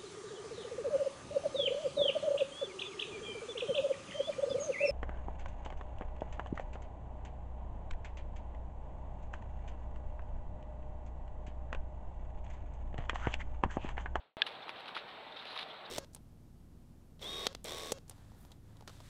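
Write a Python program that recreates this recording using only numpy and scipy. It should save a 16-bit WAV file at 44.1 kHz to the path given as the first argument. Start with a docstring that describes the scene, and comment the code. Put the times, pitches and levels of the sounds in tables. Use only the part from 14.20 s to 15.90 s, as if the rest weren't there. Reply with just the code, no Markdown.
"""A hedgehog on dry leaf litter at night, close to a trail camera with a dull, hissy microphone.
The hiss fades away, then cuts back in with a pop, a brief hum and a sharp click, probably the camera's.
From 0.26 s the hedgehog walks: each footfall crushes leaves into a cloud of tiny cracks,
a few leaves and stalks snap, and spines scrape along the leaves."""
import sys
import numpy as np
from scipy import signal
from scipy.io import wavfile
from scipy.ndimage import uniform_filter1d

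SR = 44100
rng = np.random.default_rng(int(sys.argv[2]) if len(sys.argv) > 2 else 0)


def to_wav(sig):
    """Store sig (one row per channel, or 1-D mono) as 16-bit WAV at the path in sys.argv[1].

    Samples outside -1..1 are clipped; the rate is SR.
    """
    pcm = np.clip(np.atleast_2d(sig), -1, 1) * 32767
    pcm = np.round(pcm).astype(np.int16)
    wavfile.write(sys.argv[1], SR, pcm.T)  # frames by channels


N = 74970

# presses on the litter (start [s], decay time [s], level [dB], treble gain [dB])
LEAF_PRESSES = [(0.263, 0.017, -43.5, 7), (0.274, 0.074, -50.5, -1.5), (0.48, 0.026, -52, 3),
                (0.499, 0.01, -53, 0), (0.556, 0.099, -55, -15), (.598, .012, -53, 7),
                (0.655, 0.017, -51, -4), (0.674, 0.029, -46, -1.5), (0.746, 0.033, -46.5, -1),
                (0.768, 0.034, -44.5, -6), (.88, 0.037, -52, -11), (1.164, 0.16, -53, -4),
                (1.252, 0.043, -50, 1), (1.3, 0.13, -51, 2.5), (1.356, 0.045, -49, 2),
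                (1.388, 0.012, -36.5, -1), (1.403, 0.018, -44.5, 2), (1.426, 0.018, -46.5, 0),
                (1.478, 0.029, -56, 1.5), (1.531, 0.032, -54, -8)]
# colour of the tiny cracks (frequency [Hz], relative level [dB])
CRACK_SPECTRUM = [(100, -30.5), (500, -19), (1100, -3), (1800, -4.5), (2700, -1), (3250, -0.5), (3750, 1.5),
                  (4300, -7), (5000, -15), (6000, -28.5), (7000, -34.5), (8500, -35.5), (10300, -27.5),
                  (12500, -43), (15500, -49.5)]
# breaking leaves and stalks (time [s], crack gain [dB], ring level [dB], ring frequency [Hz])
SNAP_EVENTS = [(0.2665, -21.5, -26, 2960), (.2706, -27, -28.5, 3870), (0.2748, -16, -38, 3400),
               (0.4808, -38, -29.5, 1120), (0.4934, -10, -25, 990), (0.6918, -26, -32, 1340),
               (0.7664, -13, -20, 1380), (.7744, -14, -38, 2250), (1.3654, -29, -26, 1160),
               (1.3761, -19, -23, 3690), (1.3923, -38, -32.5, 2950), (1.4126, -24, -29.5, 3600),
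               (1.4259, -19, -52, 2820)]
# colour of a snap's crack (frequency [Hz], gain [dB])
SNAP_SPECTRUM = [(100, -37), (500, -15.5), (900, 2.5), (2800, 3.5), (4000, -4), (5000, -13.5), (6200, -27),
                 (7500, -37.5), (10000, -28), (12500, -36), (15500, -44)]
# spines on leaves (start [s], length [s], level [dB], leaf resonance [Hz])
SPINE_SCRAPES = [(0.348, 0.011, -53.5, 3400), (0.419, 0.024, -52, 3600), (0.786, 0.014, -52, 3800),
                 (1.119, 0.012, -54, 3530), (1.158, 0.019, -52, 3650), (1.187, 0.023, -50.5, 3620),
                 (1.263, 0.083, -52, 3970), (1.402, 0.038, -49, 3830), (1.497, 0.027, -52, 3300),
                 (1.65, 0.019, -53, 3800), (1.658, 0.013, -59, 4330)]
# bright modes of the click (frequency [Hz], level [dB], T60 [s])
CAMERA_MODES = [(2570, -29.5, 0.025), (3050, 0, 0.0035), (3200, -28, 0.02), (3910, -14, 0.0049),
                (4550, -30.5, 0.009), (5240, -35.5, 0.005)]
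# microphone hiss (frequency [Hz], relative density [dB])
HISS_SPECTRUM = [(25, -24), (50, -19.5), (90, -19), (140, -11.5), (300, -8.5), (450, -5), (620, -4),
                 (790, -1.5), (1250, -5), (1650, -8), (2900, -11), (3700, -9), (4200, -12.5), (4650, -25.5),
                 (5300, -33.5), (6500, -43.5), (8500, -48), (10400, -42.5), (12500, -47.5), (15500, -47)]
# resonances that make the hiss hollow (frequency [Hz], width [Hz], boost [dB])
HISS_RESONANCES = [(468, 31, 2), (630, 79, 4), (769, 25, 5.5), (903, 18, 3.5)]

TREBLE_SPLIT_HZ = 6500


def footfalls(cracks_per_s=2000, spread_db=4, rise_s=.003, decay_db=8.5):
    """Each press sets off tiny cracks that die away as the leaves settle; dry leaves are crisper."""
    t, body_power, treble_power = np.arange(N) / SR, np.zeros(N), np.zeros(N)
    for start_s, decay_s, level_db, treble_db in LEAF_PRESSES:
        age_s = np.maximum(t - start_s, 0)
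        press = np.minimum(age_s / rise_s, 1) * amp(level_db - decay_db * (age_s / decay_s) ** 2)
        body_power += press ** 2
        treble_power += (press * amp(treble_db)) ** 2
    strengths = amp(spread_db * np.minimum(rng.exponential(1, N), 3)) * rng.choice([-1, 1], N)
    pulses = strengths * (rng.random(N) < cracks_per_s / SR)
    cracks = unit_rms(signal.fftconvolve(pulses, impulse_response(CRACK_SPECTRUM))[:N])
    body = lowpass(cracks, TREBLE_SPLIT_HZ)
    return body * np.sqrt(body_power) + (cracks - body) * np.sqrt(treble_power)


def snaps(ring_t60_s=.0072, scatter_s=.0034, scatter_db=-5, size=1500):
    """A crack, a short ring of the breaking piece, and scatter from the litter around it."""
    out, t = np.zeros(N), np.arange(size) / SR
    crack = impulse_response(SNAP_SPECTRUM)
    for time_s, crack_db, ring_db, ring_hz in SNAP_EVENTS:
        scatter = rng.standard_normal(size) * t * np.exp(-2 * t / scatter_s)
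        excitation = (t == 0) + amp(scatter_db) * scatter / np.linalg.norm(scatter)
        add(out, time_s, amp(crack_db) * signal.fftconvolve(excitation, crack))
        add(out, time_s, ring([(ring_hz, ring_db, ring_t60_s)], rise_s=.00032))
    return out


def spine_scrapes(width_hz=650, size=8000):
    """Spines slide along a leaf: friction noise swells and fades in the leaf's resonance."""
    out, t = np.zeros(N), np.arange(size) / SR
    for start_s, length_s, level_db, leaf_hz in SPINE_SCRAPES:
        friction = rng.standard_normal(size)
        leaf = resonate(resonate(friction, leaf_hz, width_hz), leaf_hz, width_hz)
        swell = np.sqrt(abs(np.sin(np.pi * np.minimum(t / length_s, 1))))
        add(out, start_s, amp(level_db) * swell * unit_rms(lowpass(leaf, TREBLE_SPLIT_HZ)))
    return out


def camera_pop_and_hum(pop_at_s, pop_width_s=.00016, hum_at_s=.175, hum_length_s=.03, hum_hz=650):
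    """A one-sided pulse, then a short tone that swells and fades."""
    out, t = np.zeros(N), np.arange(0, hum_length_s, 1 / SR)
    pop = t / pop_width_s * np.exp(1 - t / pop_width_s)
    swell = np.sin(np.pi * np.sqrt(t / hum_length_s))
    add(out, pop_at_s, amp(-31.5) * pop)
    add(out, hum_at_s, amp(-45) * swell * np.sin(2 * np.pi * hum_hz * t))
    return out


def camera_click(time_s=.2189, rise_s=.0005, rebound_s=.001217, rebound_db=-2.3, band_hz=(1100, 6200)):
    """A strike rings the housing; a quick, higher-pitched rebound follows."""
    out = np.zeros(N)
    housing_hz, housing_db, housing_t60_s = 1667, -21, .029
    click = ring(CAMERA_MODES + [(housing_hz, housing_db, housing_t60_s)], rise_s)
    add(click, rebound_s, amp(rebound_db) * ring(CAMERA_MODES, rise_s, pitch_ratio=1.108))
    add(out, time_s, signal.lfilter(*signal.butter(3, band_hz, "bandpass", fs=SR), click))
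    return out


def microphone_hiss(level_db=-50.5, patch_db=1.5):
    """Dull, hollow noise, slightly patchy in time and frequency."""
    hz = np.fft.rfftfreq(1024, 1 / SR)
    real, imag, patches = rng.standard_normal((3, N // 256 + 6, len(hz)))
    patches = uniform_filter1d(patches, size=7, axis=0)
    patches = unit_rms(uniform_filter1d(patches, size=8, axis=1))
    frames = (real + 1j * imag) * amp(spectrum_db(HISS_SPECTRUM, hz) + patch_db * patches)
    hiss = signal.istft(frames.T, nperseg=1024, noverlap=768)[1][:N]
    hollow = sum((amp(boost_db) - 1) * resonate(hiss, peak_hz, width_hz)
                 for peak_hz, width_hz, boost_db in HISS_RESONANCES)
    return amp(level_db) * unit_rms(hiss + hollow)


def electronic_whine(level_db=-91.5, tone_hz=7796, wobble_hz=30, wobble_rad=1.8):
    """A faint high tone with a phase wobble."""
    t = np.arange(N) / SR
    wobble = wobble_rad * np.sin(2 * np.pi * wobble_hz * t)
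    return amp(level_db) * unit_rms(np.sin(2 * np.pi * tone_hz * t + wobble))


def amp(db):
    """Decibels to gain."""
    return 10 ** (np.asarray(db) / 20)


def unit_rms(x):
    """Scales to rms 1."""
    return x / np.sqrt(np.mean(x ** 2) + 1e-20)


def spectrum_db(points, hz):
    """Interpolates a spectrum on a log-frequency axis."""
    points_hz, points_db = np.transpose(points)
    return np.interp(np.log(hz + 1), np.log(points_hz + 1), points_db)


def add(mix, start_s, sound):
    """Mixes a sound in at a time."""
    part = mix[max(round(start_s * SR), 0):][:len(sound)]
    part += sound[:len(part)]


def impulse_response(points, size=2048):
    """Minimum-phase pulse with the given spectrum."""
    log_gain = np.log(amp(spectrum_db(points, abs(np.fft.fftfreq(size, 1 / SR)))))
    response = np.exp(np.conj(signal.hilbert(log_gain)))
    return np.fft.ifft(response).real[:size // 2]


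def ring(modes, rise_s, pitch_ratio=1, size=3000):
    """Damped modes with a soft start."""
    t = np.arange(size) / SR
    onset = 1 - np.exp(-(t / rise_s) ** 2)
    return onset * sum(amp(db) * 1000 ** (-t / t60_s) * np.sin(2 * np.pi * hz * pitch_ratio * t)
                       for hz, db, t60_s in modes)


def lowpass(x, cutoff_hz):
    """Zero-phase low-pass."""
    return signal.sosfiltfilt(signal.butter(4, cutoff_hz, fs=SR, output="sos"), x)


def resonate(x, hz, width_hz):
    """One resonance, peak gain 1."""
    return signal.lfilter(*signal.iirpeak(hz, hz / width_hz, fs=SR), x)


def scene(fade_s=.18, cut_in_s=.169):
    """The background fades and cuts back in; then the hedgehog walks. Mono."""
    t = np.arange(N) / SR
    fade = amp(-11) * np.maximum(1 - t / fade_s, 0) ** 1.95
    background = np.where(t < cut_in_s, fade, 1) * (microphone_hiss() + electronic_whine())
    camera = camera_pop_and_hum(cut_in_s) + camera_click()
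    hedgehog = footfalls() + spine_scrapes() + snaps()
    return (hedgehog + camera + background)[None]


def record(dry):
    """Steep band limit."""
    cutoff_hz = 15750
    taps = signal.firwin(511, cutoff_hz, window=("kaiser", 9), fs=SR)
    return signal.oaconvolve(dry, taps[None], "same")


dry = scene()
out = record(dry)
to_wav(out)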